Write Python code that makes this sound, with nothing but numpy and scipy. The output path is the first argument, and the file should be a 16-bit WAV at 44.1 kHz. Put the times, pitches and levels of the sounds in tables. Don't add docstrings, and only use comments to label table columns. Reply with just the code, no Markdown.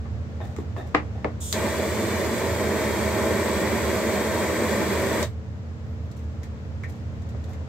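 import sys
import numpy as np
from scipy import signal
from scipy.fft import rfft, irfft, next_fast_len
from scipy.io import wavfile
from scipy.ndimage import map_coordinates

SR = 44100
rng = np.random.default_rng(int(sys.argv[2]) if len(sys.argv) > 2 else 0)


def transcribe(u):
    v = np.clip(np.atleast_2d(u).T, -1, 1)
    q = np.round(v * 32767).astype(np.int16)
    wavfile.write(sys.argv[1], SR, q)


N = 339035
TIME = np.arange(N) / SR

GAS_ON, SPARK, GAS_OFF = 1.402, 1.5268, 5.228
TOP_HZ = 15760

# f/Hz, likeness (1 = the same)
FLAME_ALIKE = [(200, 0.88), (700, .95), (1300, 0.63), (2200, 0.8), (3000, .95), (4500, 0)]
# f/Hz, likeness (1 = the same)
JET_ALIKE = [(2000, .8), (5000, 0.28), (8000, 0.51), (13000, 0.38)]
# f/Hz, phase/rad (negative = behind)
JET_PHASE = [(2000, -7), (2800, -2.5), (3400, -.5), (4100, -1.5), (4700, -1.5), (5300, -1.5), (6300, -3),
             (7100, -0.2), (8000, -2.5), (9400, -2), (10500, -2), (15500, -8)]
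# f/Hz, left minus right/dB
ROOM_SIDE = [(60, -2), (130, -2), (290, 2), (640, 0.5), (1410, 2.5), (3100, 1), (6820, -4), (15000, 5)]


def flame():
    # f/Hz, width/Hz (before resonant() narrows it), level/dB
    roar_modes = [(211, 25, 6.5), (301, 90, -10.5), (329, 25, 3.5), (390, 22.4, 5.5), (442, 22, 1.5),
                  (503, 30, 1.5), (572, 22, 4.5), (633, 31.5, 3), (716, 35, -12.5), (867, 21, -4),
                  (942, 16, -3), (1004, 34, -8), (1156, 44, -11.5), (1333, 22, -10), (1443, 46, -13),
                  (1570, 31, -9), (1815, 50, -10.5), (1940, 100, -12.5), (2287, 144, -14.5)]
    # f/Hz, relative level per Hz/dB
    roar_spectrum = [(120, -24), (170, -11), (250, -3), (420, -1.5), (640, -7.5), (760, -9.5), (1050, -3.5),
                     (1350, -13), (1900, -6.5), (2350, -10), (2700, -20.5), (5000, -44)]
    # f/Hz, relative level per Hz/dB
    jet_spectrum = [(1500, -20), (2700, -1), (3050, 0.5), (3380, 3), (3750, 1), (4550, 0.5), (5100, -3),
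                    (6400, -1.5), (7500, 0.5), (8450, 3.5), (8900, -11.5), (11500, -8.5), (12700, -2.5),
                    (13800, -8), (15800, -11.5)]
    # f/Hz, left minus right/dB
    flame_side = [(200, -3), (320, 1.5), (400, -5), (560, 2.5), (760, -9.5), (1000, 0), (1300, 0.5),
                  (1900, 2.5), (2400, 2), (3400, -0.5), (6500, -5.5), (8300, 5), (11000, 0.5), (15000, -1)]
    roar_db, jet_db = -25.4, -36.9
    aim_s, aim_takes_s = 2.65, .4
    aim_roar_db, aim_jet_db = 1.8, 1.1
    flutter_rate, flutter_roar_db, flutter_jet_db = 14, .45, .33
    sway_rate, sway_db = 4, .35

    resonances = rush(resonant(roar_modes), FLAME_ALIKE, flame_side)
    smooth_roar = rush(colour(roar_spectrum), FLAME_ALIKE, flame_side)
    roar = unit(resonances + amp(-4.5) * smooth_roar)

    jet = lead(rush(colour(jet_spectrum), JET_ALIKE, flame_side), JET_PHASE)
    jet = bench_echo(jet, delay_ms=1.78, sway_ms=0.065, echo_db=-9)
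    jet = bench_echo(jet, delay_ms=3.25, sway_ms=.08, echo_db=-17.5)
    jet = bench_echo(jet, delay_ms=5.3, sway_ms=0.072, echo_db=-15.5)

    aim = np.clip((TIME - aim_s) / aim_takes_s, 0, 1)
    flutter = wobble(flutter_rate)
    roar_level = roar_db + aim_roar_db * aim + flutter_roar_db * flutter
    roar_level += sway_db * wobble(sway_rate) + 0.62 * wobble(70)
    jet_level = jet_db + aim_jet_db * aim + flutter_jet_db * flutter
    roar = roar * amp(roar_level) * valve(SPARK, rise=0.011, fall_t60=0.15)
    jet = jet * amp(jet_level) * valve(SPARK, rise=.002, fall_t60=.18)
    return workshop(roar + jet, wet_db=-10.5, low_hz=1530)


def cold_gas():
    # f/Hz, relative level per Hz/dB
    gas_spectrum = [(1500, -38), (2700, -14), (3550, -2.5), (4300, -12), (5400, -6), (6400, -.5), (7400, 3),
                    (8400, 1.5), (9200, -3.5), (10200, -15), (13000, -7), (15800, -20)]
    gas_side = [(3500, 5), (5000, -2), (7000, -9), (8400, 10), (11000, 0)]  # f/Hz, left minus right/dB
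    gas = lead(rush(colour(gas_spectrum), JET_ALIKE, gas_side), JET_PHASE)
    unlit = amp(-60 * np.maximum(TIME - SPARK, 0) / .3)
    return amp(-36) * gas * valve(GAS_ON, rise=0.0093, fall_t60=.1) * unlit


def knocks():
    # t/s, level/dB, treble tilt/(dB per octave), favoured f/Hz
    blows = [(0.056, -41, -3, 900), (0.4035, -37, -2, 750), (.5645, -44, 3, 1200), (.5855, -42, -3, 1100),
             (.7645, -35.5, 0, 800), (.9445, -22, -2.5, 1100), (0.9475, -10.2, -.6, 2150),
             (1.2452, -16.5, -3, 640), (6.8345, -43, 1, 1900), (7.348, -41, -5, 600)]
    # f/Hz, level/dB, time to fall 60 dB/s
    bench_modes = [(209, -14, .14), (301, -7, 0.21), (412, -6.5, 0.14), (456, -10, 0.15), (508, -10.5, .13),
                   (620, -3.5, 0.08), (760, -11, .15), (833, -18, .12), (940, -25, .1), (1098, -1.5, 0.05),
                   (1210, -4, 0.031), (1745, -10, 0.065), (2110, -4, .028)]
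    # f/Hz, relative level per Hz/dB
    thud_spectrum = [(100, -13), (300, -2), (480, .5), (750, 2), (1150, 3.5), (1500, -6.5), (1750, -2),
                     (2200, -3), (2900, -14.5), (4500, -19.5), (8000, -32), (9500, -50), (15000, -54)]
    thud_alike = [(300, .88), (640, 0.38), (1400, 0.0), (6000, 0)]  # f/Hz, likeness
    thud_side = [(200, -4), (400, 7), (2400, -0.5), (4400, -1)]  # f/Hz, left minus right/dB
    bench_phase = [(500, 0.35), (1300, 0.87), (2200, 0.71)]  # f/Hz, left ahead of right/rad

    out = np.zeros((2, N))
    contact = rush(colour(thud_spectrum), thud_alike, thud_side)
    for s, db, tilt_db, favoured_hz in blows:
        wood = lead(ring(bench_modes, s, scatter_db=2.5), bench_phase)
        wood = wood * amp([[.7], [-.7]])
        snap = amp(2.5) * burst(s, 0.015, 0.00015)
        body = amp(-9.5) * burst(s, 0.165, .003)
        blow = amp(-4.5) * wood + contact * (snap + body)
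        span = slice(max(round(s * SR) - 256, 0), round(s * SR) + SR // 2)
        out[:, span] += amp(db) * filtered(blow[:, span], blow_colour(tilt_db, favoured_hz))
    return workshop(out, wet_db=-11.5, low_hz=500)


def blow_colour(tilt_db, favoured_hz):
    favour_db, favour_octaves = 4, .5

    def gain(hz):
        hz = np.clip(hz, 200, 6000)
        favour = favour_db * np.exp(-(np.log2(hz / favoured_hz) / favour_octaves) ** 2)
        return amp(tilt_db * np.log2(hz / 700) + favour)
    return gain


def ring(modes, s, scatter_db):
    t = np.arange(SR // 2) / SR
    tone = np.zeros(len(t))
    for k, (hz, db, t60) in enumerate(modes):
        level = db + scatter_db * rng.standard_normal() - 60 * t / t60
        tone += (-1) ** k * amp(level) * np.sin(2 * np.pi * hz * t)
    return np.pad(tone * (1 - np.exp(-t / 0.0002)), (round(s * SR), N))[:N]


def handling():
    # t/s, level/dB, ring above click/dB, click's time to fall 60 dB/s
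    clicks = [(.473, -56, -15, 0.017), (0.564, -39, -16, 0.015), (.584, -48, -12, 0.035),
              (SPARK, -8.5, -38, 0.009), (GAS_OFF, -22.5, -28, 0.03), (6.114, -49, -22, 0.05),
              (6.1678, -54, -20, 0.05), (6.432, -45, 0, 0.051), (6.835, -51, 16, 0.045),
              (6.842, -55, 9, 0.06), (7.2194, -53, -20, 0.045), (7.2887, -53.5, -22, .12),
              (7.4406, -49, -8, .05), (7.5322, -49, -1, 0.055)]
    # f/Hz, relative level per Hz/dB
    click_spectrum = [(500, -26), (1100, -1), (2600, -6), (3700, 6), (4400, 1), (5400, 2), (7500, 3.5),
                      (8400, -2.5), (9500, -11), (14000, -6.5), (16000, -20)]
    # f/Hz, width/Hz (before resonant() narrows it), level/dB
    body_modes = [(1890, 200, 3), (2120, 320, -2)]
    # t/s, nominal length/s (it stops after 1.6 of these), scrape/dB, hollow rub/dB
    slides = [(0.403, 0.11, -64, -34.5), (0.425, 0.24, -57.5, -52), (.585, .07, -59, -43),
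              (0.764, 0.14, -56, -33), (0.865, .06, -56, -60), (1.14, 0.18, -72, -45),
              (6.16, .13, -58, -70), (6.432, .07, -59, -65), (6.88, 0.15, -55, -53), (7.48, 0.13, -58, -48)]
    # f/Hz, relative level per Hz/dB
    scrape_spectrum = [(500, -8), (2000, 1), (4000, 2), (7500, 2.5), (9500, -6), (14000, -4), (16000, -11)]
    # f/Hz, width/Hz (before resonant() narrows it), level/dB
    hollow_modes = [(400, 170, -1), (617, 60, 2), (746, 96, 4), (1180, 290, -12), (1790, 200, -9.5),
                    (2560, 300, -22), (3650, 300, -20)]
    # f/Hz, relative level per Hz/dB
    thump_spectrum = [(120, -27), (230, 3.5), (330, 2), (460, -9), (650, -33), (1500, -37), (4000, -66)]
    thump_s, thump_db = .585, -23

    crack = rush(colour(click_spectrum), [(1000, 0.43), (5000, .1)], [(1000, 0), (8000, -1)])
    clank = rush(resonant(body_modes), [(1000, .4)], ROOM_SIDE)
    scrape = rush(colour(scrape_spectrum), [(1000, .3)], ROOM_SIDE)
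    rub = rush(resonant(hollow_modes), FLAME_ALIKE, ROOM_SIDE)
    thump = rush(colour(thump_spectrum), FLAME_ALIKE, ROOM_SIDE)

    out = amp(thump_db) * thump * burst(thump_s, t60=0.14, attack=.002)
    for s, db, ring_db, t60 in clicks:
        body_ring = amp(ring_db) * clank * burst(s, 0.094, 0.00038)
        out = out + amp(db) * (crack * burst(s, t60, .0002) + body_ring)
    grain = amp(3.2 * wobble(160))
    for s, length, scrape_db, rub_db in slides:
        release = np.sqrt(np.clip(1 - (TIME - s) / (1.6 * length), 0, 1))
        stroke = burst(s, 3 * length, 0.006) * release
        out = out + stroke * grain * (amp(scrape_db) * scrape + amp(rub_db) * rub)
    return workshop(out, wet_db=-4, low_hz=500)


def cooling():
    # t/s, length/s, level/dB
    squeaks = [(5.83, .15, -77), (6.01, .09, -78)]
    squeak_hz, arch_hz = 11900, 550
    pitch = squeak_hz + 120 * wobble(300)
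    level = np.zeros(N)
    for s, length, db in squeaks:
        arch = np.sin(np.pi * np.clip((TIME - s) / length, 0, 1))
        pitch = pitch + arch_hz * arch
        level = level + amp(db) * arch
    return level * np.sin(2 * np.pi * np.cumsum(pitch) / SR)


def fan():
    # f/Hz, level/dB (before drone level and balance), unsteadiness/Hz
    fan_tones = [(75.6, -39.5, 1.244), (84, -36, 2.93), (93.7, -47.5, 4.06), (114.3, -43.5, 2.565),
                 (131.8, -46, 3.54), (149, -52.5, 1.86), (190, -49.5, 1.98), (227.5, -47, 0.91),
                 (300, -57.5, 0.72), (443.7, -55, 2.99)]
    # f/Hz, relative level per Hz/dB
    air_spectrum = [(76, -22), (130, -9), (160, -6), (235, -5), (280, -11), (400, -14.5), (560, -12.5),
                    (750, -20), (1800, -25.5), (2800, -32.5), (7200, -40.5), (8300, -47), (9200, -58.5),
                    (14000, -56), (15800, -56)]
    # f/Hz, likeness (negative = opposed)
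    room_alike = [(60, 0.88), (180, 0.5), (550, 0.77), (1650, -0.29), (5000, -0.11), (15000, 0.23)]
    # f/Hz, relative level per Hz/dB
    rumble_spectrum = [(20, -46), (48, -32), (66, -9), (76, 4.5), (90, -3), (105, 6), (135, -11.5),
                       (170, -26), (300, -50), (1000, -92)]
    drone_db, swell_db, swell_rate = .4, .4, 1.5
    air_db, air_dip_db, air_rise_db_per_s = -42.5, 2.3, 1.1

    tones = np.zeros(N)
    for hz, db, drift in fan_tones:
        phase = 2 * np.pi * np.cumsum(hz + drift * wobble(9)) / SR
        tones += amp(db) * np.sqrt(2) * np.sin(phase) * amp(1.24 * wobble(6))
    rumble = rush(colour(rumble_spectrum), room_alike, ROOM_SIDE)
    drone = tones * amp([[-1.9], [-.2]]) + amp(-38) * rumble
    drone = drone * amp(drone_db + swell_db * wobble(swell_rate))

    air = rush(colour(air_spectrum), room_alike, ROOM_SIDE)
    dip = air_dip_db * np.clip(TIME - SPARK, 0, 1)
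    rise = air_rise_db_per_s * np.maximum(TIME - GAS_OFF, 0)
    return drone + amp(air_db - dip + rise + 0.16 * wobble(2.94)) * air


def workshop(x, wet_db, low_hz):
    # f/Hz, time to fall 60 dB/s
    room_t60 = [(200, 0.42), (1000, 0.18), (4000, 0.14), (12000, 0.068)]
    hz, t, z = signal.stft(rng.standard_normal((2, SR // 3)), SR, nperseg=256)
    fading = z * amp(-60 * t / along(room_t60, hz)[:, None])
    tail = signal.istft(fading, SR, nperseg=256)[1]
    tail = filtered(tail / np.linalg.norm(tail[0]), lambda f: f ** 2 / (f ** 2 + low_hz ** 2))
    tail = np.pad(tail, ((0, 0), (SR // 300, 0)))
    echo = signal.fftconvolve(x, tail, axes=1)[:, :N]
    return (x + amp(wet_db) * echo) / np.sqrt(1 + amp(2 * wet_db))


def bench_echo(x, delay_ms, sway_ms, echo_db):
    sway = wobble(1.6) + .6 * np.array([wobble(3), wobble(3)])
    delay = (delay_ms + sway_ms * sway) * SR / 1000
    echo = np.array([map_coordinates(side, [np.arange(N) - d]) for side, d in zip(x, delay)])
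    return unit(x + amp(echo_db) * echo)


def valve(start, rise, fall_t60):
    opening = 1 - np.exp(-np.maximum(TIME - start, 0) / rise)
    return opening * amp(-60 * np.maximum(TIME - GAS_OFF, 0) / fall_t60)


def burst(s, t60, attack):
    t = np.maximum(TIME - s, 0)
    return (1 - np.exp(-t / attack)) * amp(-60 * t / t60)


def rush(gain, alike, side):
    def mid_and_side(hz):
        turn = np.arccos(np.clip(along(alike, hz), -1, 1)) / 2
        return gain(hz) * np.array([np.cos(turn), np.sin(turn)])
    m, s = filtered(rng.standard_normal((2, N)), mid_and_side)
    stereo = np.array([m + s, m - s])
    return unit(filtered(stereo, lambda hz: amp(np.outer([.5, -.5], along(side, hz)))))


def lead(x, phase):
    return filtered(x, lambda hz: np.exp(1j * np.outer([.5, -.5], along(phase, hz))))


def resonant(modes):
    def gain(hz):
        power = sum(amp(2 * db) / (1 + ((hz - c) / (0.78 * w)) ** 2) ** 2 for c, w, db in modes)
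        return np.sqrt(power)
    return gain


def colour(points):
    return lambda hz: amp(along(points, hz))


def along(points, hz):
    f, v = np.transpose(points)
    return np.interp(np.log(hz + 1), np.log(f + 1), v)


def filtered(x, response):
    n = x.shape[-1]
    m = next_fast_len(n + SR // 2)
    return irfft(rfft(x, m) * response(np.fft.rfftfreq(m, 1 / SR)), m)[..., :n]


def wobble(rate):
    return map_coordinates(rng.standard_normal(int(N * rate / SR) + 4), [TIME * rate])


def amp(db):
    return 10 ** (np.asarray(db) / 20)


def unit(x):
    return x / np.sqrt(np.mean(x ** 2) + 1e-20)


def scene():
    return flame() + cold_gas() + knocks() + handling() + cooling() + fan()


def record(dry):
    return filtered(dry, lambda hz: hz < TOP_HZ)


dry = scene()
out = record(dry)
transcribe(out)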